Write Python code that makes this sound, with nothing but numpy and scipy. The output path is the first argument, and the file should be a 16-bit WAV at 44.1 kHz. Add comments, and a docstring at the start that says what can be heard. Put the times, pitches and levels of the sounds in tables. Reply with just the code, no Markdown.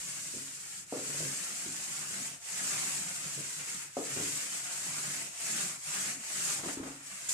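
"""A dense wet hiss, a rough rasp and a low rumble rise and fall: a painter rolls primer up and down a plaster wall.
It is a few metres away in a bare room. Random clicks make the hiss of snapping threads and the rasp of the nap,
with short pitched grains that mottle the treble; shaped noise and wavering tones make the rumble. Ringing tones and
short room tails make the roller's knocks, mostly as a downstroke begins, and the footsteps. At the end the painter
steps aside and sets the roller down with a spurt of noise and a wet squeak."""
import sys
import numpy as np
from scipy import signal
from scipy.fft import rfft, irfft, next_fast_len
from scipy.io import wavfile
from scipy.ndimage import uniform_filter1d

SR = 44100
rng = np.random.default_rng(int(sys.argv[2]) if len(sys.argv) > 2 else 0)


def persist_wave(psi):
    """Save psi, clipped to +-1, as 16-bit WAV."""
    counts = np.round(np.clip(psi, -1, 1) * 32767).astype(np.int16)
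    wavfile.write(sys.argv[1], SR, np.atleast_2d(counts).T)


N = 323253
TIME = np.arange(N) / SR

# strokes of the arm, each ending where the next begins: (start [s], starting height [m],
# share of full speed left in the turn [0-1], time to get up to speed [s], time to brake [s], extra rasp [dB],
# hiss that the pressure gives at full speed early [dB], midway [dB] and late in the stroke [dB])
STROKES = [(-.25, 1.3, 0.16, 0.076, .06, -0.68, -39.5, -41, -45),
           (.86, 2.13, 0.2, 0.11, 0.14, .6, -36.5, -39.5, -38.5),
           (2.39, .3, 0.12, 0.17, .12, 0.87, -33.5, -39, -40.5),
           (3.909, 2.26, 0.21, 0.2, 0.13, 0.45, -34.5, -38.5, -37.4),
           (5.319, .3, 0.23, 0.16, 0.12, 0.31, -33, -33, -34),
           (5.789, 0.93, 0.22, 0.14, 0.12, -0.25, -34.5, -32.5, -33),
           (6.195, 0.395, 0.25, 0.14, 0.098, -0.052, -35, -34, -32),
           (6.622, 0.86, 0.27, 0.098, 0.18, -0.29, -31, -32.5, -37.5),
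           (6.822, 1.13, 0.23, 0.066, 0.2, .3, -40, -39.5, -38.5),
           (6.988, 1.4, 0.26, 0.2, .1, 0.96, -41.5, -41, -45)]
# tone colour of the snapping threads: (frequency [Hz], level per Hz [dB])
THREAD_COLOUR = [(1500, -46.5), (3000, -13.5), (3800, -13.5), (4600, -8.5), (6000, -5), (7100, 0.5),
                 (8100, 0), (9200, -7), (10500, -11), (12000, -16), (14300, -23.5)]
# tone colour of the nap on the plaster: (frequency [Hz], level per Hz [dB])
RASP_COLOUR = [(40, -49), (120, -23.5), (280, -12), (480, -8.5), (700, -3.5), (950, -5), (1350, 0.5),
               (1700, 1.5), (2100, 2.5), (2700, 0.5), (3500, -10), (5000, -15), (9000, -49)]
# low ringing tones of the wall and the room: (frequency [Hz], level [dB], time to fade by 60 dB [s])
WALL_MODES = [(55.7, -14, 0.54), (103.4, 1, 0.49), (141.3, -3.5, 0.95), (170.6, -5.5, 0.36),
              (203.7, -9.5, 1), (267, -3, 0.6), (285.3, -2.5, 0.66), (313.3, -4.5, 0.27), (414, -11, 0.43),
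              (446, -11, 0.27), (544.5, -1.5, 0.23), (660, -2, 0.16), (717, -4, 0.18)]
# knocks of the roller, duller where the contact is soft;
# the weaker ones 40 to 60 ms after a hard knock are its echoes from the room:
# (time [s], peak level [dB], upper edge [Hz], pitch of the sleeve against its usual pitch [ratio])
KNOCKS_AND_ECHOES = [(0.339, -47.5, 370, 0.9), (0.36, -46.5, 320, 0.88), (0.924, -32, 1100, 1),
                     (0.966, -45, 750, 1.2), (0.980, -43, 750, 1.11), (1.096, -52, 500, 0.9),
                     (1.144, -47, 650, 1.05), (1.204, -41, 500, 0.97), (3.376, -45.5, 443, 0.96),
                     (3.968, -29.5, 990, 1.07), (4.009, -40, 850, 1.15), (4.164, -39.5, 430, .9),
                     (4.170, -40, 650, 1.32), (4.199, -38, 340, 0.83), (4.207, -47.5, 600, 1.1)]

MIC_HEIGHT_M = 1.195
ROOM_T60_HIGH_S = 0.2  # the treble in the room fades by 60 dB in this time
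RUMBLE_LAG_S = 0.052  # the wall takes this long to follow the roller


def undb(db):
    """Turn decibels into a gain."""
    return 10 ** (np.asarray(db) / 20)


def unit(x):
    """Scale to an average (rms) level of 1."""
    return x / np.sqrt(np.mean(x ** 2))


def curves(table):
    """Join each column of a table by straight lines in time."""
    s, *columns = np.transpose(table)
    return [np.interp(TIME, s, c) for c in columns]


def on_bins(points, size):
    """Read a (frequency, value) table at the frequencies of a transform."""
    hz, value = np.transpose(points)
    bin_hz = np.arange(size // 2 + 1) * SR / size
    return np.interp(np.log(bin_hz + 1), np.log(hz), value)


def colour(x, points, size=4096):
    """Give a sound a tone colour (Hz, dB) with a filter that never acts ahead of the sound."""
    cepstrum = irfft(np.log(undb(on_bins(points, size))))
    # folding the cepstrum onto its first half packs the response towards its start
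    cepstrum[1:size // 2] *= 2
    cepstrum[size // 2 + 1:] = 0
    response = irfft(np.exp(rfft(cepstrum)))
    return signal.fftconvolve(np.atleast_2d(x), response[None], axes=1)[:, :x.shape[-1]]


def filtered(x, order, hz, kind="low"):
    """Keep what lies below an edge, or above it if the kind is "high"."""
    return signal.sosfilt(signal.butter(order, hz, kind, fs=SR, output="sos"), x)


def low_part(x, hz):
    """The part of a sound below an edge, without any delay, so that it can be taken away cleanly."""
    return signal.sosfiltfilt(signal.butter(3, hz, fs=SR, output="sos"), x)


def diffuse(size):
    """Stereo noise from all around: the two sides are more alike in the bass than in the treble."""
    # likeness of left and right: (frequency [Hz], likeness [0-1])
    likeness = [(60, 0.45), (130, 0.88), (290, 0.75), (620, 0.43), (1360, 0.13), (3000, 0.055)]
    mid, side = rfft(rng.standard_normal((2, 2 * next_fast_len(size // 2 + 1))))
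    like = np.clip(on_bins(likeness, 2 * (len(mid) - 1)), 0, 1)
    mid = mid * np.sqrt(1 + like)
    side = side * np.sqrt(1 - like)
    return unit(irfft(np.array([mid + side, mid - side]))[:, :size])


def walk(rate):
    """A wandering random control with about `rate` new values a second; spread 1."""
    k = max(int(SR / rate), 2)
    steps = np.repeat(rng.standard_normal(N // k + 1), k)
    return unit(uniform_filter1d(steps, k)[:N])


def late(control, lag):
    """A control followed a little behind the roller."""
    return np.interp(TIME - lag, TIME, control)


def burst(s, decay, rise):
    """A quick rise and an exponential fall."""
    age = np.maximum(TIME - s, 0)
    return np.minimum(age / rise, 1) * np.exp(-age / decay)


def room(t60, direct_db, size=22050):
    """Response of the bare room: the direct sound and a diffuse tail of energy 1."""
    tail = diffuse(size) * undb(-60 * TIME[:size] / t60)
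    tail /= np.sqrt(np.sum(tail ** 2) / 2)
    tail[:, 0] += undb(direct_db)
    return tail


def through(x, response):
    """Play a sound through a response."""
    return signal.fftconvolve(np.atleast_2d(x), response, axes=1)[:, :N]


def add(out, s, sound):
    """Mix a sound in at a time."""
    i = int(s * SR)
    out[:, i:i + sound.shape[1]] += sound[:, :max(N - i, 0)]


def ring(modes, turns, size=22050):
    """Fading tones, as of a struck body, that start at the given phases; energy 1."""
    t = TIME[:size]
    out = sum(undb(db - 60 * t / t60) * np.sin(2 * np.pi * (hz * t + turn))
              for (hz, db, t60), turn in zip(modes, turns))
    return out / np.sqrt(np.sum(out ** 2))


def snaps(rate, spread_db, direct_db):
    """Tiny clicks, most small and a few large, from a source that keeps moving."""
    size = undb(spread_db * np.minimum(rng.exponential(size=N), 6))
    clicks = unit((rng.random(N) < rate / SR) * size)
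    # each click takes its own paths round the room, so only its energy has a fixed decay
    early = np.exp(-TIME[:1024] / 0.00037)
    tail_energy = undb(-120 * TIME[:16384] / ROOM_T60_HIGH_S)
    energy = 0
    for share, tail in [(undb(2 * direct_db), early), (1, tail_energy)]:
        wrapped = np.pad(clicks ** 2, (len(tail) - 1, 0), "wrap")
        energy = energy + share * signal.fftconvolve(wrapped, tail / tail.sum(), "valid")
    return diffuse(N) * np.sqrt(np.maximum(energy, 0))


def room_air():
    """The quiet air of the room: steady noise, strongest in the bass."""
    # tone colour of the air: (frequency [Hz], level per Hz [dB])
    air_colour = [(25, -19), (42, -6), (55, 0), (75, -1.5), (140, 4.5), (300, -16.5), (600, -15),
                  (1500, -5), (4000, -9.5), (14000, -18)]
    return undb(-63.5) * unit(colour(diffuse(N), air_colour))


def arm():
    """Each stroke gathers speed, runs and brakes; returns speed (about 1 when full), pressure (dB), height (m)."""
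    last_stop_s, last_height_m = 7.6, 2.1
    lean_share = 0.21  # the early and late pressures hold this share of a stroke from its ends
    starts, heights, turn_speeds = np.transpose(STROKES)[:3]
    turns = np.append(starts, last_stop_s)
    speed, pressure = np.zeros(N), []
    for (start, _, _, pickup, brake, _, *levels), stop in zip(STROKES, turns[1:]):
        gather = np.tanh(np.maximum(TIME - start, 0) / pickup)
        speed += gather * np.tanh(np.maximum(stop - TIME, 0) / brake)
        when = start + (stop - start) * np.array([lean_share, .5, 1 - lean_share])
        pressure += zip(when, levels)
    speed = np.hypot(speed, np.interp(TIME, starts, turn_speeds))
    pressure_db, = curves(pressure)
    height = np.interp(TIME, turns, np.append(heights, last_height_m))
    return speed, pressure_db, height


def echoes(x, height):
    """Early reflections whose paths slide as the roller travels, so the colour of the sound keeps shifting."""
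    # mirror images of the microphone in floor and ceiling: (height [m], distance [m], level [dB])
    mirrors = [(-0.3, 3.3, -11.5), (4.5, 3.3, -12.5), (-1, 4.6, -10)]
    height = uniform_filter1d(height, size=SR // 4)
    straight = np.hypot(height - MIC_HEIGHT_M, 3.2)  # the microphone is 3.2 m from the wall
    out, now = x.copy(), np.arange(N)
    for mirror_height, distance, db in mirrors:
        detour = np.hypot(height - mirror_height, distance) - straight
        lag = detour / 343 * SR  # in samples, at 343 m/s
        for channel, port in enumerate(rng.uniform(-8, 8, 2)):  # each side hears it a few samples apart
            out[channel] += undb(db) * np.interp(now - lag - port, now, x[channel])
    return unit(out)


def treble_grains():
    """Short pitched grains of random pitch, 2.4 to 7 kHz, that mottle the treble and linger briefly in the room."""
    per_s, low_hz, high_hz, decay_cycles = 380, 2400, 7000, 14
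    out, t = np.zeros((1, N)), TIME[:1500]
    for when, place, size in rng.random((int(per_s * N / SR), 3)):
        hz = low_hz * (high_hz / low_hz) ** place
        grain = undb(7.1 * size) * np.sin(2 * np.pi * hz * t) * np.exp(-hz * t / decay_cycles)
        add(out, when * N / SR, grain[None])
    return unit(through(out, room(ROOM_T60_HIGH_S, direct_db=-13.5)))


def hissing(speed, pressure_db, height, jolts):
    """Threads of primer snap behind the nap, mottled by pitched grains, louder with speed, pressure and jolts."""
    threads = echoes(colour(snaps(rate=6000, spread_db=3.0, direct_db=-10.0), THREAD_COLOUR), height)
    level = np.hypot(undb(pressure_db) * speed, jolts)
    return level * (threads + undb(-14.5) * treble_grains())


def shaking(speed):
    """How fully the sleeve shakes the wall (0-1): not at all in the slow moment of a turn."""
    # shaking sets in above 0.3 of full speed, over a further 0.2
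    return late(np.clip((speed - .3) / .2, 0, 1), RUMBLE_LAG_S)


def rasping(speed, pressure_db, height, jolts):
    """The nap grates over the grain of the plaster, fuller low on the wall and thinner at each turn."""
    rasp = echoes(colour(snaps(rate=2500, spread_db=3.5, direct_db=-6.5), RASP_COLOUR), height)
    body = low_part(rasp, 1070)
    body_db = 0.77 - 3.5 * (height - MIC_HEIGHT_M)  # the low part loses 3.5 dB per metre upwards
    rasp = rasp - body + body * undb(body_db)
    # the deepest part follows the roller's speed a little behind, so it fades and returns later, and loses more
    # while the sleeve is still
    deep = low_part(rasp, 520)
    deep_gain = late(speed, RUMBLE_LAG_S) ** 0.4 * undb(-0.5 * (1 - shaking(speed)))
    rasp = rasp - deep + deep * deep_gain
    starts, *_, extra_rasp_db, _, _, _ = np.transpose(STROKES)
    extra_db = extra_rasp_db[np.searchsorted(starts, TIME) - 1]
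    drying_db = 0.2339 * TIME  # the rasp grows as the nap gives up its primer
    # the nap bites into the plaster a moment after it starts to roll
    bite = late(speed, 0.008) ** 0.88
    level = undb(pressure_db - 10.5 + extra_db + drying_db) * bite
    return np.hypot(level, undb(-8) * jolts) * rasp


def rumbling(speed, pressure_db):
    """Small bumps shake the sleeve and stir the low tones of the wall; uneven patches make it swell and boom."""
    # tone colour of the rumble: (frequency [Hz], level per Hz [dB])
    rumble_colour = [(25, -44), (44, -34), (56, -8), (75, -18), (100, -16.5), (140, -0.5), (175, 1),
                     (230, -5), (300, -4), (450, -10), (700, -15.5), (1200, -33)]
    # uneven patches of plaster, each booming about its own pitch:
    # (middle [s], level [dB], half length [s], pitch before wavering [Hz])
    patches = [(0.087, -62.5, 0.022, 160), (.27, -60, 0.015, 174), (.375, -54.5, 0.027, 205),
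               (.78, -64, .03, 170), (1.13, -52.5, 0.047, 150), (1.243, -45.5, 0.035, 150),
               (1.317, -49, 0.023, 145), (1.415, -56, 0.027, 190), (1.527, -57.5, 0.027, 200),
               (1.696, -51, 0.04, 165), (1.798, -62, .02, 186), (1.921, -55.5, 0.025, 150),
               (2.008, -52, 0.021, 148), (2.119, -56.5, 0.029, 155), (2.21, -52.5, 0.033, 220),
               (2.537, -57, 0.012, 160), (2.631, -54, 0.037, 205), (2.77, -49, 0.022, 152),
               (2.872, -52.5, 0.023, 225), (3.003, -52.5, 0.03, 195), (3.083, -54, 0.026, 167),
               (3.259, -50, 0.027, 154), (3.388, -51.5, 0.029, 165), (3.599, -56, .03, 154),
               (3.751, -55.5, 0.027, 187), (4.134, -54, .013, 145), (4.203, -51, 0.037, 165),
               (4.342, -56, 0.036, 155), (4.902, -53.5, 0.028, 159), (4.984, -56, 0.024, 175),
               (5.078, -52, 0.031, 173), (5.17, -62, 0.03, 160), (5.549, -50, 0.038, 205),
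               (5.663, -51, 0.042, 180), (5.895, -54, 0.018, 170), (5.998, -52, 0.024, 173),
               (6.091, -53.5, 0.023, 205), (6.182, -58, 0.04, 235), (6.409, -54.5, 0.042, 180),
               (6.491, -53, 0.02, 152), (6.596, -54, .016, 150), (7.14, -61, 0.025, 175)]
    bumps = diffuse(N) * undb(1.4 * walk(24))
    wall = through(bumps, ring(WALL_MODES, rng.random(len(WALL_MODES)))[None])
    rumble = unit(colour(bumps + undb(-19.5) * wall, rumble_colour))
    rolling_level = undb(pressure_db - 21.5) * speed ** 0.96
    drive = shaking(speed) * late(rolling_level, RUMBLE_LAG_S)
    swells = sum(undb(db) * np.exp(-.5 * ((TIME - s) / half) ** 2) for s, db, half, _ in patches)
    pitch_hz = curves(patches)[-1] * (1 + 0.1092 * walk(130))
    tone = np.sin(2 * np.pi * np.cumsum(pitch_hz) / SR)
    boom = unit(tone * undb(1.2 * walk(90)))
    return np.hypot(drive, undb(-4) * swells) * rumble + undb(-2) * swells * boom


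def rolling():
    """The moving roller: hiss and rasp flutter together on the unevenly wet nap, over the rumble."""
    speed, pressure_db, height = arm()
    flutter = undb(0.52 * walk(28) + 0.13 * walk(240))
    # a short spurt of hiss and rasp at each row of the table, its level set 15 dB below the row's peak
    jolts = sum(undb(db - 15) * burst(s, decay=0.022, rise=.003) for s, db, *_ in KNOCKS_AND_ECHOES)
    hiss = hissing(speed, pressure_db, height, jolts)
    rasp = rasping(speed, pressure_db, height, jolts)
    return flutter * (hiss + rasp) + rumbling(speed, pressure_db)


def soften(x, contact_hz):
    """A soft contact takes the top off a blow."""
    return filtered(x, 3, contact_hz)


def blow(spectrum, t60, direct_db, ring_db):
    """One blow with the low ring of the wall and the room's tail; energy 1."""
    wall = ring(WALL_MODES, rng.random(len(WALL_MODES)))
    out = colour(room(t60, direct_db) + undb(ring_db) * wall, spectrum)
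    return out / np.sqrt(np.sum(out ** 2) / 2)


def at_peak(x, db, size=350):
    """Scale a blow so that its loudest few milliseconds have this level."""
    return x * undb(db) / np.sqrt(uniform_filter1d(np.mean(x ** 2, axis=0), size).max())


def knocks():
    """The sleeve knocks and chatters in its frame, its pitch shifting with the grip; echoes are made the same way."""
    # tone colour of a knock: (frequency [Hz], level per Hz [dB])
    knock_colour = [(25, -51), (55, -33), (100, -13.5), (160, -10.5), (280, -6), (450, 0), (600, -3),
                    (800, -15.5), (1000, -17), (1300, -4), (2000, -28), (5000, -57)]
    # ringing of sleeve and frame, damped by the wet nap:
    # (frequency at usual pitch [Hz], level [dB], time to fade by 60 dB [s])
    sleeve_modes = [(288, -16.5, .11), (340, -9.5, 0.055), (438, 0.5, 0.028), (530, -5, 0.044),
                    (642, -1.5, 0.033), (860, -13.5, 0.031), (1150, -16, 0.031)]
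    chatter_gap_s, chatter_db, chatter_loss_db = .01, -13, -2.3  # mean gap, first rebound, change per rebound
    rise_s = 0.0012  # the nap cushions the contact for a moment
    out = np.zeros((2, N))
    for s, db, contact_hz, pitch in KNOCKS_AND_ECHOES:
        modes = [(hz * pitch, level, t60) for hz, level, t60 in sleeve_modes]
        sleeve = ring(modes, np.zeros(len(modes)))[None]
        knock = sleeve + undb(-1.0) * blow(knock_colour, t60=0.53, direct_db=-24.0, ring_db=-13.5)
        gaps = chatter_gap_s * rng.uniform(0.6, 1.4, size=6)
        for k, lag in enumerate(np.cumsum(gaps)):
            rebound = ring(modes, rng.random(len(modes)), size=8192)[None]
            add(knock, lag, undb(chatter_db + k * chatter_loss_db) * rebound)
        knock = knock * np.minimum(TIME[:knock.shape[1]] / rise_s, 1)
        knock = filtered(knock, 2, 0.17 * contact_hz, "high")  # a brief contact moves little bass
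        add(out, s, at_peak(soften(knock, contact_hz), db))
    return out


def feet():
    """Heel and toe thud on the floor; the soles scrape over grit."""
    # footfalls and shifts of weight: (time [s], peak level [dB], upper edge [Hz])
    footfalls = [(1.662, -43.5, 648), (6.634, -42.5, 800), (6.660, -37.5, 500), (6.771, -37, 500),
                 (6.798, -36, 451), (6.829, -43, 750)]
    # tone colour of a footfall: (frequency [Hz], level per Hz [dB])
    footfall_colour = [(25, -11), (55, -6), (90, -13), (150, -7), (220, -2.5), (300, 4), (400, -0.5),
                       (550, -11), (900, -16), (2000, -53)]
    # ringing of the floor under a foot: (frequency [Hz], level [dB], time to fade by 60 dB [s])
    floor_modes = [(173, -9.5, 0.067), (274, -3.5, 0.1), (325, -3, 0.089), (386, -7, .06)]
    # scuffs of the soles: (time [s], level [dB], decay [s])
    scuffs = [(6.299, -48, 0.035), (6.585, -46.5, 0.061), (6.633, -42, 0.03), (6.683, -46.5, 0.08),
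              (6.778, -54, 0.12), (6.83, -47.5, 0.033), (6.856, -53, 0.098)]
    # tone colour of a scuff: (frequency [Hz], level per Hz [dB])
    scuff_colour = [(35, -30), (100, -23), (300, 0), (700, 0.5), (1500, -2.5), (2500, -10), (5000, -16),
                    (12000, -30)]
    out = np.zeros((2, N))
    for s, db, contact_hz in footfalls:
        floor = ring(floor_modes, rng.random(len(floor_modes)))
        thud = floor + undb(0.4) * blow(footfall_colour, t60=.48, direct_db=-22, ring_db=-16.5)
        add(out, s, at_peak(soften(thud, contact_hz), db))
    grit = unit(colour(snaps(rate=580, spread_db=2.0, direct_db=-6.0), scuff_colour))
    return out + grit * sum(undb(db) * burst(s, decay, rise=0.003) for s, db, decay in scuffs)


def landing():
    """The wet nap slaps on and skids: a spurt of noise and a short wavering squeak."""
    # the roller lands and skids: (time [s], level [dB], decay [s])
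    touch = (7.289, -29.5, 0.08)
    s, db, decay = touch
    spurt = unit(colour(diffuse(N), THREAD_COLOUR)) + undb(-17.0) * unit(colour(diffuse(N), RASP_COLOUR))
    squeak_hz = 7000 * (1 + 0.0146 * walk(600))
    phase = 2 * np.pi * np.cumsum(squeak_hz) / SR
    squeak = np.sin(phase) * burst(s - .003, decay=0.011, rise=.005)
    squeak = through(squeak, room(ROOM_T60_HIGH_S, direct_db=5.0))
    return undb(db) * spurt * burst(s, decay, rise=0.0022) + undb(-29) * squeak


def scene():
    """Roller and feet over the quiet air of the room."""
    return room_air() + rolling() + knocks() + feet() + landing()


def record(dry):
    """Two microphones differ in colour, the left hears a little later; deep bass is lost and the top cut steeply."""
    # colour of the two microphones: (frequency [Hz], left minus right [dB])
    tilt = [(100, 0), (700, 1.3), (2000, 1.4), (2600, 0), (5700, -.4), (6500, -2.5), (7200, -5),
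            (7700, 2.9), (8300, 5), (9100, 8.5), (10000, 4.5), (13000, 3.6)]
    left, right = [colour(x, [(hz, side * db / 2) for hz, db in tilt])[0] for x, side in zip(dry, (1, -1))]
    left = np.pad(left, (int(.00013 * SR), 0))[:N]  # lag in seconds
    heard = filtered([left, right], 2, 34, "high")
    return signal.sosfilt(signal.ellip(12, .1, 85, 14330, fs=SR, output="sos"), heard)


dry = scene()
out = record(dry)
persist_wave(out)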